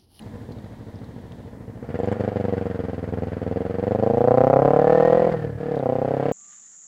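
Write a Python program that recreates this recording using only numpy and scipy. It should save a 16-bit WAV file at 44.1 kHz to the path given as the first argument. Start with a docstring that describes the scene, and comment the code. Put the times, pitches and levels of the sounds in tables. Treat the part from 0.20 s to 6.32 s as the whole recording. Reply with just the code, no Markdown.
"""At a city crossing, a small single-cylinder motorcycle idles just ahead, pulls away, revs up, changes gear and pulls again.
Each firing drives two gas pulses through a resonant silencer; throttle sharpens them.
Pulsed noise makes the rasp, meshing teeth the gear whine, short resonant bursts the metal ticks.
House fronts echo, traffic murmurs, and low noise is the wind that buffets the microphone of the rider who follows."""
import sys
import numpy as np
from scipy import signal
from scipy.fft import rfft, irfft
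from scipy.io import wavfile
from scipy.ndimage import uniform_filter1d

SR = 44100
rng = np.random.default_rng(int(sys.argv[2]) if len(sys.argv) > 2 else 0)


def transcribe(u):
    """Save the signal u as a 16-bit wav file named by the first command-line argument.

    u: samples, shape (n,) or (channels, n), limited to [-1, 1]; the rate is SR.
    q: integer samples, one column per channel.
    """
    v = np.clip(np.atleast_2d(u).T, -1, 1)
    q = np.round(v * 32767).astype(np.int16)
    wavfile.write(sys.argv[1], SR, q)


N = 269892
TIME = np.arange(N) / SR   # s

# engine speed; columns: time_s, firing_rate_hz
ENGINE_SPEED = [(0, 12.95), (.984, 13.59), (1.603, 13.5), (1.832, 24.12), (2.084, 24.96), (2.739, 20.8),
                (3.202, 20.47), (3.494, 22.18), (4.451, 34.54), (4.798, 39.61), (5.07, 42.64), (5.2, 38.81),
                (5.36, 36.27), (5.508, 37.27), (5.663, 30.87), (6.12, 35.22)]
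# the rider's hand: a blip, easing off on the clutch, a long pull, a gear change, a second pull
# columns: time_s, throttle (0 to 1)
THROTTLE = [(1.57, 0), (1.63, 0.09), (1.88, 0.4), (2.42, 0.29), (2.85, 0.22), (3.5, 0.35), (3.95, .68),
            (4.1, 0.88), (4.3, 1), (4.5, 1), (5.02, 0.86), (5.16, 0.34), (5.37, 0.1), (5.42, 0.41),
            (5.68, 0.74), (6.12, 0.65)]
# single strokes that burn unevenly; columns: time_s, size_change_db, sharpness_factor
ODD_STROKES = [(1.785, -7, 1.43), (1.915, 1, 1.06), (1.953, -11.5, 1.2), (2.118, -8, 1.34), (4.33, -1, 2.2),
               (5.114, 2.5, 0.46), (5.139, -4.5, 3.1), (5.24, 2, 1.28)]
# levels as the bike draws ahead, then off to the side; columns: time_s, pipe_level_db, rasp_level_db
BIKE_PLACE = [(2.0, 1.7, 5), (3.0, 2.5, 3), (4.3, -2.84, 0), (4.85, -6, 0.5), (5.5, -7, -3.5),
              (6.12, -4.5, 3.5)]
# weaker chamber resonances and one dip; columns: centre_hz, width_hz, gain_db
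CHAMBERS = [(167.6, 34, -3), (798.4, 36.7, 8.5), (1022, 46, 8), (1346, 207, 15)]
# spectrum of the gas rasp; columns: frequency_hz, relative_density_db (per Hz)
RASP_COLOUR = [(600, 11.5), (1000, 0), (1400, 0.5), (1850, -1.5), (2500, -11), (3100, -13.5), (3900, -21),
               (4700, -20), (5700, -31), (7000, -29.5), (9000, -37.5), (12000, -44.5), (15500, -63)]
# light metal ticks and clinks of the controls and drive; columns: start_s, peak_level_db, pitch_hz
TICKS = [(0.022, -45, 3980), (0.32, -47, 4150), (.385, -48.5, 3580), (0.443, -49, 3900), (.757, -50, 5000),
         (.788, -51, 4000), (0.842, -51, 4100), (1.12, -43, 3350), (1.791, -51, 7350), (1.83, -54, 7300),
         (1.857, -50, 7200), (1.923, -47, 7300), (5.556, -44.5, 3800), (5.591, -44, 3830)]
# echoes off road, fairing and house fronts; columns: delay_s, level_db
ECHOES = [(0.0107, -19.5), (0.0151, -23.5), (0.032, -26.5), (.058, -34), (0.098, -28.5)]
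# spectrum of the wind; columns: frequency_hz, relative_density_db (per Hz)
WIND_COLOUR = [(20, 2), (38, 13), (65, 14.5), (130, -15.5), (400, -40)]
# spectrum of distant traffic and hiss; columns: frequency_hz, relative_density_db (per Hz)
STREET_COLOUR = [(60, -9.5), (105, 1.5), (160, -4.5), (240, 3), (370, -12.5), (500, -10), (750, -17.5),
                 (1000, -17), (1300, -33.5), (1850, -24.5), (2600, -39.5), (4500, -40.5), (8000, -43.5),
                 (15500, -49)]

START_PHASE, PISTON_LAG = .237, .241   # firing cycles
# throttle makes the puffs sharper and a little bigger
SOFT_PUFF_HZ, SHARPEN_OCTAVES, PUFF_DB, PUFF_OPEN_DB = 164, 3.616, -17.5, 5.5
# below a small opening the cylinder is starved of air: puffs and rasp fall away
STARVED_THROTTLE, STARVED_PUFF_DB, STARVED_RASP_DB = 0.2, -2.5, -20.5
# at high revs the silencer rings harder and the rasp grows
HIGH_REVS_FROM, HIGH_REVS_SPAN = 33.2, 5.9   # firings per s
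HIGH_RING_DB, HIGH_RASP_DB = 3, 6.5

TAILPIPE_HZ, TAILPIPE_WIDTH_HZ, EXHAUST_DB = 712.4, 151.7, 43.0
# the boom is carried up by the revs from a lowest pitch
LOWEST_BOOM_HZ, BOOM_PER_FIRING, BOOM_WIDTH_HZ, BOOM_DB = 95, 4.1, 43, 7.5
# the second chamber resonance follows the boom part of the way
HOLLOW_HZ, HOLLOW_WIDTH_HZ, HOLLOW_DB, HOLLOW_FOLLOW = 228.5, 48, 5.5, 0.16
# the ring rises with hotter gas; with little gas flowing it is damped less
RING_HZ, RING_OPEN_HZ, RING_WIDTH_HZ, RING_DB, STILL_RING_DB = 468.4, 34.6, 48.2, 17.5, 1

RASP_DB = -40
# throttle shut for the gear change: start, attack, hold, release [s]
OVERRUN = (5.095, 0.031, 0.25, 0.023)
BURBLE_HZ, BURBLE_SAG_HZ_PER_S, BURBLE_DB = 158, 190, -32.5
# gear whine: teeth per firing, level entering the casing at full throttle, change when shut
WHINE_ORDER, WHINE_DB, WHINE_SHUT_DB = 46, -39.5, -13.5
CASING_HZ, CASING_WIDTH_HZ = 1827, 160

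# wind swells as the following rider sets off: start, attack, hold, release [s]
GUST = (3.3, 1.0, 0.83, .2)
BREEZE_DB, GUST_DB = -55.5, -50
# at first the traffic is louder, then it dies down
STREET_DB, TRAFFIC_SWELL_DB, TRAFFIC_FADE_S = -42, 3, 0.62
# a faint hiss while the bikes wait: start, attack, hold, release [s]
HISS = (-0.079, .05, 1.3, 0.12)
HISS_DB, HISS_HZ, HISS_WIDTH_HZ = -67.5, 3504.5, 1900
CUTOFF_HZ = 15700


def gas_flow(piston_db, piston_sharpness, piston_spread_db, piston_jitter_s):
    """Blowdown and displacement: the opening exhaust valve frees one puff, the rising piston drives out a second."""
    times, cycle_s, size, sharp_hz = firings(sharp_spread_db=0.96, jitter_s=.00005)
    chance = rng.standard_normal((len(times), 2))
    second_times = times + PISTON_LAG * cycle_s + piston_jitter_s * chance[:, 0]
    second_size = size * from_db(piston_db + piston_spread_db * chance[:, 1])

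    puff_times = np.r_[times, second_times]
    puff_sizes = np.r_[size, second_size]
    puff_hz = np.r_[sharp_hz, sharp_hz * piston_sharpness]
    flow = np.zeros(N)
    for start_s, amount, hz in zip(puff_times, puff_sizes, puff_hz):
        first = int(start_s * SR)
        span = slice(first, first + SR // 50)
        age = np.maximum(TIME[span] - start_s, 0)
        flow[span] += amount * puff(age, hz, opening=1.21, suction=0.98, suction_hz=150, hard_hz=940)
    return flow


def firings(sharp_spread_db, jitter_s):
    """Cyclic variation: firings follow speed and throttle, with chance in timing and sharpness."""
    cycles = engine_cycles()
    times = np.interp(np.arange(1, int(cycles[-1]) + 1), cycles, TIME)
    throttle = read(THROTTLE, times)[0]
    size_db = PUFF_DB + PUFF_OPEN_DB * throttle + STARVED_PUFF_DB * starved(throttle)
    size_db = size_db + read(BIKE_PLACE, times)[0]
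    sharp_hz = SOFT_PUFF_HZ * 2 ** (SHARPEN_OCTAVES * throttle)
    for time_s, db, factor in ODD_STROKES:
        nearest = np.argmin(abs(times - time_s))
        size_db[nearest] += db
        sharp_hz[nearest] *= factor

    chance = rng.standard_normal((len(times), 2))
    sharp_hz = sharp_hz * from_db(sharp_spread_db * chance[:, 0])
    cycle_s = 1 / read(ENGINE_SPEED, times)[0]
    return times + jitter_s * chance[:, 1], cycle_s, from_db(size_db), sharp_hz


def puff(age, hz, opening, suction, suction_hz, hard_hz):
    """Pulse and rarefaction: the valve's opening rounds the gas pulse; a hard one leaves a slow suction behind it."""
    def pulse(corner_hz):
        """Critically damped pulse: a linear rise under exponential decay."""
        w = 2 * np.pi * corner_hz
        return w * w * age * np.exp(-w * age) / 1000

    r = np.exp(-2 * np.pi * opening * hz / SR)
    rounded = signal.lfilter([1 - r], [1, -r], pulse(hz))
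    hardness = hz / (hz + hard_hz)
    return rounded - suction * hardness * pulse(suction_hz)


def exhaust(flow, turbulence, swirl_hz, volume_hz, mouth_hz):
    """Acoustic filtering: the silencer's volume smooths, chambers and tailpipe ring, the small mouth radiates little bass."""
    swirl = rms_one(cut(rng.standard_normal(N), swirl_hz, "low"))
    x = cut(flow * (1 + turbulence * swirl), volume_hz, "low")

    throttle = read(THROTTLE)[0]
    boom_hz = np.maximum(LOWEST_BOOM_HZ, BOOM_PER_FIRING * read(ENGINE_SPEED)[0])
    hollow_hz = HOLLOW_HZ * (boom_hz / boom_hz[0]) ** HOLLOW_FOLLOW
    ring_hz = RING_HZ + RING_OPEN_HZ * throttle
    ring_db = RING_DB + HIGH_RING_DB * high_revs() + STILL_RING_DB * starved(throttle)
    gliding = [(boom_hz, BOOM_WIDTH_HZ, BOOM_DB),
               (hollow_hz, HOLLOW_WIDTH_HZ, HOLLOW_DB),
               (ring_hz, RING_WIDTH_HZ, ring_db)]
    # in series: each adds a peak (or dip) to what went before
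    for hz, width_hz, db in gliding:
        x = x + (from_db(db) - 1) * gliding_resonance(x, hz, width_hz)
    for hz, width_hz, db in CHAMBERS:
        x = x + (from_db(db) - 1) * resonate(x, hz, width_hz)
    tailpipe = resonate(x, TAILPIPE_HZ, TAILPIPE_WIDTH_HZ)
    return from_db(EXHAUST_DB) * cut(tailpipe, mouth_hz, "high")


def rasp(flow, decay_s, steady):
    """Flow-modulated noise: each puff tears a burst of hiss from the pipe, over the engine's steady clatter."""
    r = np.exp(-1 / (decay_s * SR))
    burst = signal.lfilter([1 - r], [1, -r], flow + 1e-18)
    # level the bursts over 0.15 s, so that only their rhythm remains
    burst = burst / np.sqrt(uniform_filter1d(burst ** 2, size=6615) + 1e-9)
    gate = np.sqrt((burst ** 2 + steady ** 2) / (1 + steady ** 2))
    db = RASP_DB + STARVED_RASP_DB * starved(read(THROTTLE)[0])
    db = db + HIGH_RASP_DB * high_revs() + read(BIKE_PLACE)[1]
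    return from_db(db) * gate * noise(RASP_COLOUR)


def crackle(pressure, level_db, low_hz, high_hz):
    """Nonlinear radiation: noise grows with squared pressure, so the strongest peaks spit drily at the mouth."""
    spit = cut(rng.standard_normal(N) * pressure ** 2, low_hz, "high")
    return from_db(level_db) * cut(spit, high_hz, "low", order=3)


def burble(swell):
    """Pumping: with the throttle shut, each stroke sends a soft, low thump through the pipe, sinking in pitch."""
    hz = BURBLE_HZ - BURBLE_SAG_HZ_PER_S * np.clip(TIME - OVERRUN[0], 0, sum(OVERRUN[1:]))
    turn = engine_cycles() % 1
    age = turn / read(ENGINE_SPEED)[0]
    window = np.sin(np.pi * turn ** swell) ** 2
    thumps = rms_one(window * np.sin(2 * np.pi * hz * age))
    return -from_db(BURBLE_DB) * envelope(*OVERRUN) * thumps


def whine(width_hz, rough, throb):
    """Gear meshing: a rough tone throbs with the power strokes, loudest where it meets the casing's resonance."""
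    stroke = 2 * np.pi * engine_cycles()
    in_phase, quadrature = rms_one(cut(rng.standard_normal((2, N)), width_hz, "low"))
    tone = (1 + rough * in_phase) * np.cos(WHINE_ORDER * stroke)
    tone = tone + rough * quadrature * np.sin(WHINE_ORDER * stroke)
    pressed = rms_one(tone * (1 + throb * np.sin(stroke)))
    db = WHINE_DB + WHINE_SHUT_DB * (1 - read(THROTTLE)[0])
    return from_db(db) * resonate(pressed, CASING_HZ, CASING_WIDTH_HZ)


def ticks(decay_s, width_hz):
    """Impact excitation: each touch of metal is a short burst in one resonance."""
    out = np.zeros(N)
    age = TIME[:SR // 20]
    for start_s, db, hz in TICKS:
        burst = rng.standard_normal(len(age)) * np.exp(-age / decay_s)
        tick = resonate(burst, hz, width_hz)
        first = max(int(start_s * SR), 0)
        out[first:first + len(age)] += from_db(db) * tick / abs(tick).max()
    return out


def street_echo(x, tail_db, t60_s, dull_hz):
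    """Reflection and reverberation: a few dull echoes and a thin, diffuse tail between the houses."""
    age = TIME[:SR]
    response = rng.standard_normal(SR) * from_db(-60 * age / t60_s) * (age > .01)
    response *= from_db(tail_db) / np.linalg.norm(response)
    for delay_s, db in ECHOES:
        response[int(delay_s * SR)] += from_db(db)
    return cut(signal.fftconvolve(x, response)[:N], dull_hz, "low")


def wind():
    """Turbulent pressure: low noise at the microphone, a breeze that swells into a gust."""
    gain = from_db(BREEZE_DB) + from_db(GUST_DB) * envelope(*GUST)
    return gain * noise(WIND_COLOUR)


def traffic():
    """Superposition: many distant sources merge into coloured noise, louder at first."""
    db = STREET_DB + TRAFFIC_SWELL_DB * np.maximum(1 - TIME / TRAFFIC_FADE_S, 0)
    return from_db(db) * noise(STREET_COLOUR)


def waiting_hiss():
    """Band-limited noise: two equal resonances in series shape a faint hiss."""
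    once = resonate(rng.standard_normal(N), HISS_HZ, HISS_WIDTH_HZ)
    twice = resonate(once, HISS_HZ, HISS_WIDTH_HZ)
    return from_db(HISS_DB) * envelope(*HISS) * rms_one(twice)


def engine_cycles():
    """Phase accumulation: firing cycles run so far, the integral of the firing rate."""
    return START_PHASE + np.cumsum(read(ENGINE_SPEED)[0]) / SR


def starved(throttle):
    """Air starvation: 1 with the throttle shut, soon near 0 as it opens."""
    return np.exp(-np.maximum(throttle, 0) / STARVED_THROTTLE)


def high_revs():
    """Speed dependence: 0 at low and middle revs, 1 near the top."""
    return np.clip((read(ENGINE_SPEED)[0] - HIGH_REVS_FROM) / HIGH_REVS_SPAN, 0, 1)


def gliding_resonance(x, hz, width_hz):
    """Time-varying resonance: gain 1 on top, its centre following a curve block by block."""
    out, state = np.zeros(N), np.zeros(2)
    for i in range(0, N, 256):
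        block = slice(i, i + 256)
        b, a = signal.iirpeak(hz[i], hz[i] / width_hz, fs=SR)
        out[block], state = signal.lfilter(b, a, x[block] + 1e-18, zi=state)
    return out


def resonate(x, hz, width_hz):
    """Resonance: a band-pass with gain 1 on top."""
    b, a = signal.iirpeak(hz, hz / width_hz, fs=SR)
    return signal.lfilter(b, a, x + 1e-18)


def cut(x, hz, kind, order=2):
    """Band limiting: a Butterworth low- or high-pass."""
    sos = signal.butter(order, min(hz, .45 * SR), kind, fs=SR, output="sos")
    return signal.sosfilt(sos, x + 1e-18)


def noise(colour):
    """Spectral shaping: noise of the given spectrum at rms 1; below the first point it falls away."""
    hz, db = np.transpose(colour)
    f = np.maximum(np.fft.rfftfreq(N, 1 / SR), 1)
    gain = from_db(np.interp(np.log(f), np.log(hz), db)) * np.minimum(f / hz[0], 1) ** 2
    return rms_one(irfft(rfft(rng.standard_normal(N)) * gain, N))


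def envelope(start, attack, hold, release):
    """Amplitude envelope: rise, hold and fall between 0 and 1."""
    return np.interp(TIME, start + np.cumsum([0, attack, hold, release]), [0, 1, 1, 0])


def read(rows, at=TIME):
    """Linear interpolation: columns of a curve at the given times."""
    time_s, *columns = np.transpose(rows)
    return [np.interp(at, time_s, column) for column in columns]


def from_db(db):
    """Logarithmic level: decibels to amplitude gain."""
    return 10 ** (np.asarray(db) / 20)


def rms_one(x):
    """Normalisation: scale to unit rms."""
    return x / np.sqrt(np.mean(x ** 2) + 1e-20)


def scene():
    """Superposition: the motorcycle and its echo, the wind, the street."""
    flow = gas_flow(piston_db=-1.45, piston_sharpness=1.07, piston_spread_db=2.0, piston_jitter_s=.00006)
    pipe = exhaust(flow, turbulence=0.053, swirl_hz=3000, volume_hz=86.0, mouth_hz=150.5)
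    gas = rasp(flow, decay_s=0.012, steady=0.67)
    gas = gas + crackle(pipe, level_db=-29.5, low_hz=1200, high_hz=5260)
    gears = whine(width_hz=65, rough=0.52, throb=0.52)
    metal = ticks(decay_s=0.0033, width_hz=360)
    bike = pipe + gas + burble(swell=0.82) + gears + metal
    echo = street_echo(bike, tail_db=-20, t60_s=1.0, dull_hz=5000)
    return (bike + echo + wind() + traffic() + waiting_hiss())[None]


def record(dry):
    """Saturation and band limiting: the microphone rounds the strongest puffs; the top of the band is cut."""
    rounded = .97 * np.tanh(dry / .97)
    sos = signal.ellip(10, .1, 80, CUTOFF_HZ, fs=SR, output="sos")
    return signal.sosfilt(sos, rounded)


dry = scene()
out = record(dry)
transcribe(out)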